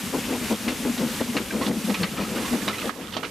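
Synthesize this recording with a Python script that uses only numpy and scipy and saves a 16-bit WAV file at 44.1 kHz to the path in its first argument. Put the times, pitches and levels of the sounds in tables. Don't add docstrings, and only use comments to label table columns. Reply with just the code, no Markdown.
import sys
import numpy as np
from scipy import signal
from scipy.fft import rfft, irfft
from scipy.io import wavfile
from scipy.ndimage import uniform_filter1d

SR = 44100
rng = np.random.default_rng(int(sys.argv[2]) if len(sys.argv) > 2 else 0)


def nominal_scale(level):
    x = np.asarray(level, float) / 20
    return 10 ** x


def unload_audio(sound):
    columns = np.transpose(np.atleast_2d(sound))
    steps = np.round(np.clip(columns, -1, 1) * 32767)
    wavfile.write(sys.argv[1], SR, steps.astype(np.int16))


N = 145530
T = np.arange(N) / SR

# t/s of the peak, level/dB, length/s, overtones/dB
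EXHAUST_BEATS = [(0.148, -33.5, 0.047, 10), (0.188, -31, 0.015, 0.5), (0.32, -29.5, 0.098, 3),
                 (0.427, -33.5, 0.079, -5), (.52, -22, 0.045, -1), (0.679, -27, 0.06, -3),
                 (0.727, -32, 0.025, -3.5), (0.861, -25, 0.045, -0.5), (0.905, -24.5, 0.039, -16),
                 (1.02, -24, 0.088, -4), (1.212, -20, 0.026, -2), (1.299, -28, .04, -18),
                 (1.361, -25, 0.034, 1.5), (1.406, -28, 0.03, -2), (1.548, -26, 0.078, -1.5),
                 (1.617, -36, 0.041, 7.5), (1.693, -24, 0.088, -1.5), (1.769, -24.5, 0.024, -15),
                 (1.85, -25, 0.017, -18), (1.898, -22.5, 0.055, -5), (2.022, -22.5, 0.055, -6.5),
                 (2.128, -29.5, 0.021, -31), (2.204, -25, 0.055, -4), (2.363, -35, 0.21, 3.5),
                 (2.543, -22, 0.051, -5), (2.629, -28.5, 0.015, -3), (2.682, -31, 0.061, 0.5),
                 (2.856, -35.5, 0.066, 7.5), (2.999, -47, 0.11, 10), (3.173, -39, 0.057, 4),
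                 (3.245, -53, 0.069, 17.5)]
# f/Hz, width/Hz, level/dB
CHIMNEY_OVERTONES = [(293, 59, 5.5), (493, 100, 4.5), (632, 41, -2), (790, 430, -1.5)]
# t/s, f/Hz
CHIMNEY_PITCH = [(0, 244.1), (.9, 232), (1.7, 215.5), (3.3, 216.1)]
# t/s, level/dB, left-right/dB
STEAM_FLOW = [(0, -42.5, -2.5), (.4, -43.5, -3), (.51, -40.5, -3.5), (.9, -42.5, -2.5), (1.1, -42.5, -3),
              (1.2, -41.5, -4), (1.6, -43, -3), (1.9, -40, -5.5), (2.2, -44.5, -4.5), (2.55, -41.5, -8.5),
              (2.89, -43.5, -9.5), (2.91, -48, -10.5), (3.05, -53.5, -15.5), (3.3, -53, -19)]
# f/Hz, level/dB per Hz
STEAM_COLOUR = [(400, -9), (600, -13), (1200, -10), (2900, -8.5), (3800, -11.5), (7000, -12.5),
                (11000, -15), (14300, -18.5)]
# t/s, level/dB
SPUTTER_LEVEL = [(0, -50), (.5, -41), (.65, -45), (1.15, -43.5), (1.45, -43.5), (2.1, -44.5), (2.2, -41.5),
                 (2.3, -53), (2.45, -42), (2.85, -40.5), (2.93, -47.5), (3.3, -48.5)]
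# t/s, peak level/dB, colour f/Hz, left-right/dB, t60/s
# (time to fall 60 dB)
KNOCKS = [(0.678, -16.5, 2150, 3.5, 0.17), (3.12, -22, 3020, -3, 0.11), (.976, -19, 3340, 2, 0.12),
          (1.366, -16, 1530, 3, 0.14), (1.506, -29, 1590, 1.5, 0.18), (1.612, -20, 970, -7, 0.24),
          (1.661, -21.5, 3020, -4, 0.11), (1.895, -18, 983, -3.5, 0.1), (1.942, -16.5, 2380, -3, 0.11),
          (2.032, -16, 2040, 3, 0.12), (2.164, -23, 1200, 1.5, 0.91), (2.35, -26, 1490, -2, 0.76),
          (2.445, -25.5, 1030, 5, 0.54), (2.616, -24, 1500, -6, 0.051), (2.678, -15, 1300, -2.5, 0.18),
          (2.731, -22.5, 2030, 2, 0.14), (2.815, -20, 1240, -2, 0.064), (2.894, -17.5, 1280, -14, 0.059),
          (3.009, -23, 1450, -8, 0.055), (3.136, -21.5, 2970, -4, 0.11), (3.166, -16, 700, -8.5, 0.086),
          (3.229, -19.5, 1410, -8, 0.1), (3.246, -19.5, 2290, -5, 0.068)]
# f/Hz, level/dB, t60/s
ROD_MODES = [(1140, -13, 0.09), (1300, -10, 0.19), (2030, 0, 0.0077), (2410, -7, 0.018),
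             (2890, -6.5, 0.023), (4390, -21, 0.19)]
# t/s, peak level/dB, f/Hz, t60/s
CLINKS = [(.679, -29, 2210, 0.025), (0.68, -39, 2800, 0.032), (0.685, -28, 1870, .06),
          (1.196, -24.5, 1850, .03), (1.367, -21, 2770, .05), (1.368, -27, 4190, .04),
          (1.372, -28, 2170, 0.033), (1.506, -28, 1590, 0.046), (1.51, -30, 2360, 0.054),
          (1.613, -28, 970, 0.039), (1.62, -24, 1085, 0.077), (1.663, -23, 3450, .03),
          (1.665, -29, 2850, 0.044), (1.712, -29, 2020, 0.036), (1.945, -28, 2440, .06),
          (2.032, -25.5, 1164, .1), (2.031, -19, 4380, .03), (2.031, -30, 2820, .05),
          (2.035, -25, 1980, 0.025), (2.057, -38, 2030, 0.15), (2.165, -35, 1750, 0.043),
          (2.18, -30.5, 1300, .2), (2.208, -31, 2496, .12), (2.216, -32, 4420, 0.088),
          (2.248, -33, 1300, .12), (2.352, -40.5, 2900, 0.066), (2.361, -30, 1467, 0.073),
          (2.378, -32, 2900, .06), (2.446, -26.5, 1050, 0.11), (2.457, -31, 2550, 0.04),
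          (2.618, -23.5, 1720, .04), (2.679, -20, 3800, .018), (2.679, -20, 1080, 0.035),
          (2.691, -29.5, 1300, 0.22), (2.731, -24, 2020, 0.076), (2.775, -31, 2550, .1),
          (2.78, -31.5, 1300, 0.12), (2.782, -32, 3900, .04), (2.816, -27, 2290, .03),
          (2.827, -27, 1230, 0.034), (2.959, -34, 1090, .04), (3.036, -37.5, 1250, 0.05),
          (3.082, -35, 1250, .04), (3.137, -26, 2970, .03), (3.232, -23, 1344, 0.032),
          (2.881, -26, 1290, .03), (2.893, -14, 1290, .015), (3.167, -20, 3140, .02),
          (3.247, -27.5, 2410, .04)]
# t/s, level/dB
DRAUGHT_LEVEL = [(0.0, -38), (1.64, -36), (2.88, -35.5), (2.92, -40), (3.3, -42.5)]
# f/Hz, level/dB per Hz
DRAUGHT_COLOUR = [(12, -56), (20, -18.5), (151, -10.5), (228, -2), (344, -13.5), (492, -14), (706, -30),
                  (809, -21), (1200, -28), (1560, -50), (2640, -120)]
# f/Hz, likeness (0 to 1)
CHANNEL_LIKENESS = [(300, 0.97), (700, 0.92), (1620, 0.89), (4870, 0.73), (8000, 0.77), (10500, 0.85),
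                    (12500, 1), (14000, 0.44)]
# f/Hz, left-right/dB
MICROPHONE_TILT = [(300, 2.5), (1500, 3.5)]
# delay t/s, level/dB
ECHOES = [
    (.011, -11.5),
    (.027, -18),
]
# t/s, depth/dB
DUCKS = [(0.529, 3.5), (.70, 0), (1.215, 3.5), (1.385, 2), (1.69, 5), (1.905, 1), (2.035, 3.5), (2.55, 2),
         (2.69, 3.5), (2.894, 4.5), (3.168, 2)]


def rms_one(x):
    return x / np.sqrt(np.mean(x ** 2) + 1e-20)


def in_time(rows):
    s, *columns = np.transpose(rows)
    return [np.interp(T, s, column) for column in columns]


def at_hz(points, hz):
    table_hz, values = np.array(points).T
    return np.interp(np.log(hz), np.log(table_hz), values)


def pan(left_right_db):
    return nominal_scale(np.multiply.outer([.5, -.5], np.atleast_1d(left_right_db)))


def drift(rate_hz):
    hop = 40
    r = np.exp(-2 * hop * np.pi * rate_hz / SR)
    chance = rng.standard_normal(N // hop + 2002)
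    slow = signal.lfilter([1], [1, -2 * r, r * r], chance)[2000:]
    return np.interp(np.arange(N) / hop, np.arange(len(slow)), rms_one(slow - slow.mean()))


def resonance(x, hz, width_hz):
    r = np.exp(-np.pi * width_hz / SR)
    gain = (1 - r * r) / 2
    poles = [1, -2 * r * np.cos(2 * np.pi * hz / SR), r * r]
    return signal.lfilter(np.array([1, 0, -1]) * gain, poles, x + 1e-18)


def banded_noise(spectrum, edges, shared_db, own_db):
    out = 0
    together = drift(19.0)
    white = rng.standard_normal((2, 2, N))
    for k, (low, high) in enumerate(zip(edges, edges[1:])):
        band = signal.butter(2, [low, high], "band", fs=SR, output="sos")
        mid, side = signal.sosfilt(band, white[k % 2])
        hz = np.sqrt(low * high)
        alike = np.clip(at_hz(CHANNEL_LIKENESS, hz), 0, 1)
        gain = nominal_scale(at_hz(spectrum, hz) + shared_db * together + own_db * drift(27))
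        stereo = np.sqrt(1 + alike) * mid + np.sqrt(1 - alike) * side * [[1], [-1]]
        out = out + gain * pan(at_hz(MICROPHONE_TILT, hz)) * stereo
    return rms_one(out)


def beats():
    thump_hz, thump_width_hz, thump_db = 104, 73, -22
    white = rng.standard_normal((3, N))
    tone = chimney()
    upper = 0
    for k, (hz, width_hz, db) in enumerate(CHIMNEY_OVERTONES):
        upper = upper + nominal_scale(db) * rms_one(resonance(white[1], hz, width_hz)) * (-1) ** k
    upper = rms_one(upper)
    upper = upper / np.sqrt(uniform_filter1d(upper ** 2, size=500) + 0.12)
    thump = rms_one(resonance(white[2], thump_hz, thump_width_hz))
    push, sharp = np.zeros(N), np.zeros(N)
    for s, db, length, overtone_db in EXHAUST_BEATS:
        spread = np.where(T < s, .3, .45) * length
        shape = np.exp(-.5 * ((T - s) / spread) ** 2)
        push += nominal_scale(db) * shape
        sharp += nominal_scale(db + overtone_db) * shape ** 1.27
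    return pan(2.7) * push * (tone + nominal_scale(thump_db) * thump) + pan(2.8) * sharp * upper


def chimney():
    width_hz, wander_hz = 26.6, 13.01
    r = np.exp(-np.pi * width_hz / SR)
    chance = [1, 1j] @ rng.standard_normal((2, N + 2000))
    sway = signal.lfilter([1], [1, -r], signal.lfilter([1], [1, -r * r], chance))[2000:]
    power = np.abs(sway) ** 2
    sway = sway / np.sqrt(power + 0.87 * np.mean(power))
    pitch_hz = in_time(CHIMNEY_PITCH)[0] + wander_hz * drift(8.0)
    return rms_one((sway * np.exp(2j * np.pi * np.cumsum(pitch_hz) / SR)).real)


def steam():
    flow_db, left_right_db = in_time(STEAM_FLOW)
    hiss = banded_noise(STEAM_COLOUR, np.geomspace(500, 17000, 15), shared_db=-0.5, own_db=0.5)
    return nominal_scale(flow_db + 6.5) * pan(left_right_db) * hiss


def sputter():
    spits_per_s, spit_cycles, pitches = 1500, 14.0, 14
    whistle_hz, whistle_width_hz, whistle_db = 2900, 180, -9.5
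    sizes = nominal_scale(2.5 * np.minimum(rng.exponential(1, N), 4)) * rng.choice([-1, 1], N)
    born = rng.random(N) < spits_per_s * nominal_scale(5.0 * drift(10)) / SR
    dealt = rng.integers(0, pitches, N)
    sides_db = rng.normal(0, 6.9, N)
    spits = 0
    for k, hz in enumerate(np.geomspace(900, 3600, pitches)):
        drops = pan(sides_db) * sizes * born * (dealt == k)
        spits = spits + nominal_scale(5.3 * drift(10.0)) * resonance(drops, hz, 2 * hz / spit_cycles)
    whistle = rms_one(resonance(rng.standard_normal(N), whistle_hz, whistle_width_hz))
    whistle = nominal_scale(whistle_db - 4.6 * T + 3.2 * drift(10)) * whistle
    return nominal_scale(in_time(SPUTTER_LEVEL)[0]) * (rms_one(spits) + whistle)


def knocks():
    crack_low_hz, crack_high_hz, crack_db = 557, 4330, -11.5
    colour_db, colour_q, ring_db = -22.5, 4.3, -38
    soft_db, rise_s, scrape_s = -24, 0.0019, .008
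    tick_s, tick_delay_s = .2, .0015
    front_db, front_share = 0.5, 0.3
    roughness = rng.standard_normal(N)
    lumps_db = 2.2 * rng.standard_normal(N // 60 + 1).repeat(60)[:N]
    grit = rms_one(roughness * nominal_scale(lumps_db))
    out, strikes = np.zeros((2, N)), np.zeros((2, N))
    cut = signal.butter(3, [crack_low_hz, crack_high_hz], "band", fs=SR, output="sos")
    for s, db, hz, left_right_db, t60 in KNOCKS:
        i, t60 = int(s * SR), max(t60, .01)
        t = T[:min(N - i, SR // 4)]
        here = slice(i, i + len(t))
        hard = np.clip((db - soft_db) / 10, 0, 1)
        half_wave = np.sin(np.pi * np.clip((t - tick_delay_s) * hz * 2, 0, 1))
        tick = hard ** 2 * tick_s / t60 * half_wave
        rise = np.minimum(t / (rise_s + scrape_s * (1 - hard)), 1)
        fade = nominal_scale(db - 60 * t / t60)
        front = hard * nominal_scale(db + front_db - 60 * t / t60 / front_share)
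        burst = (tick + grit[here] * rise) * (fade + front)
        strikes[:, here] += pan(left_right_db) * burst
        crack = nominal_scale(crack_db - 1.8 * (1 - hard)) * 2 * signal.sosfilt(cut, burst)
        colour = nominal_scale(colour_db) * 10 * resonance(burst, hz, hz / colour_q)
        out[:, here] += pan(left_right_db) * (crack + colour)
    for hz, db, t60 in ROD_MODES:
        r, w = nominal_scale(-60 / (t60 * SR)), 2 * np.pi * hz / SR
        shake = nominal_scale(ring_db + db + 3.0 * drift(10)) * strikes
        out += signal.lfilter([0, np.sin(w)], [1, -2 * r * np.cos(w), r * r], shake + 1e-18)
    return out


def clinks():
    attack_s, twin_share, twin_spread = 0.0009, 0.3, 0.061
    out = np.zeros(N)
    chance = rng.uniform(-1, 1, (len(CLINKS), 2))
    for (s, db, hz, t60), (apart, turn) in zip(CLINKS, chance):
        i = int(s * SR)
        t = T[:min(N - i, SR // 4)]
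        twin_hz = hz * (1 + twin_spread * apart)
        twin = np.sin(2 * np.pi * twin_hz * t + np.pi * turn)
        pair = np.sin(2 * np.pi * hz * t) + twin_share * twin
        fade = nominal_scale(db - 60 * t / max(t60, .01))
        out[i:i + len(t)] += fade * np.minimum(t / attack_s, 1) * pair
    rattle = rms_one(nominal_scale(3.5 * drift(120)))
    return pan(0.47 * in_time(STEAM_FLOW)[1]) * out * rattle


def roar():
    air = banded_noise(DRAUGHT_COLOUR, np.geomspace(20, 1200, 17), shared_db=0.5, own_db=2.4)
    hum = pan(2.9) * nominal_scale(-11.5 + 1.0 * drift(5.7)) * chimney()
    return nominal_scale(in_time(DRAUGHT_LEVEL)[0] + 1.5) * (air + hum)


def yard(x):
    dull = signal.lfilter([.4], [1, -.6], x)
    out = np.zeros((2, N))
    for s, db in ECHOES:
        for side in range(2):
            lag = int(s * SR * (1 + 0.16 * side))
            out[side, lag:] += nominal_scale(db) * dull[side, :N - lag]
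    return out


def limiter_db():
    attack_s, recover_s = 0.0036, 0.21
    start_s, depth_db = np.array(DUCKS).T[:, :, None]
    after = T - start_s
    shape = np.clip(after / attack_s, 0, 1) * np.exp(-np.maximum(after, 0) / recover_s)
    return -(depth_db * shape).sum(axis=0)


def scene():
    hits = knocks() + clinks()
    steady = steam() + roar() + sputter()
    return nominal_scale(limiter_db() + 2.5) * steady + beats() + hits + yard(hits)


def low_pass(x):
    return signal.sosfilt(signal.butter(12, 15200, fs=SR, output="sos"), x)


def record(dry):
    top_hz, top_db, open_percent = 14420, -11, 22
    thin_bass = signal.butter(2, 40, "high", fs=SR, output="sos")
    dry = .5 * np.tanh(signal.sosfilt(thin_bass, dry) / .5)
    hz = np.arange(N // 2 + 1) * SR / N
    top = irfft(rfft(dry) * (hz > top_hz), N)
    top_power = uniform_filter1d(top[0] ** 2, size=3000)
    share = top_power ** 2 / uniform_filter1d(dry[0] ** 2, size=2500)
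    is_open = 1. * (share > np.percentile(share, 100 - open_percent))
    passing = uniform_filter1d(is_open, size=500)
    mix = dry - top * (1 - nominal_scale(top_db) * passing)
    return low_pass(mix)


dry = scene()
out = record(dry)
unload_audio(out)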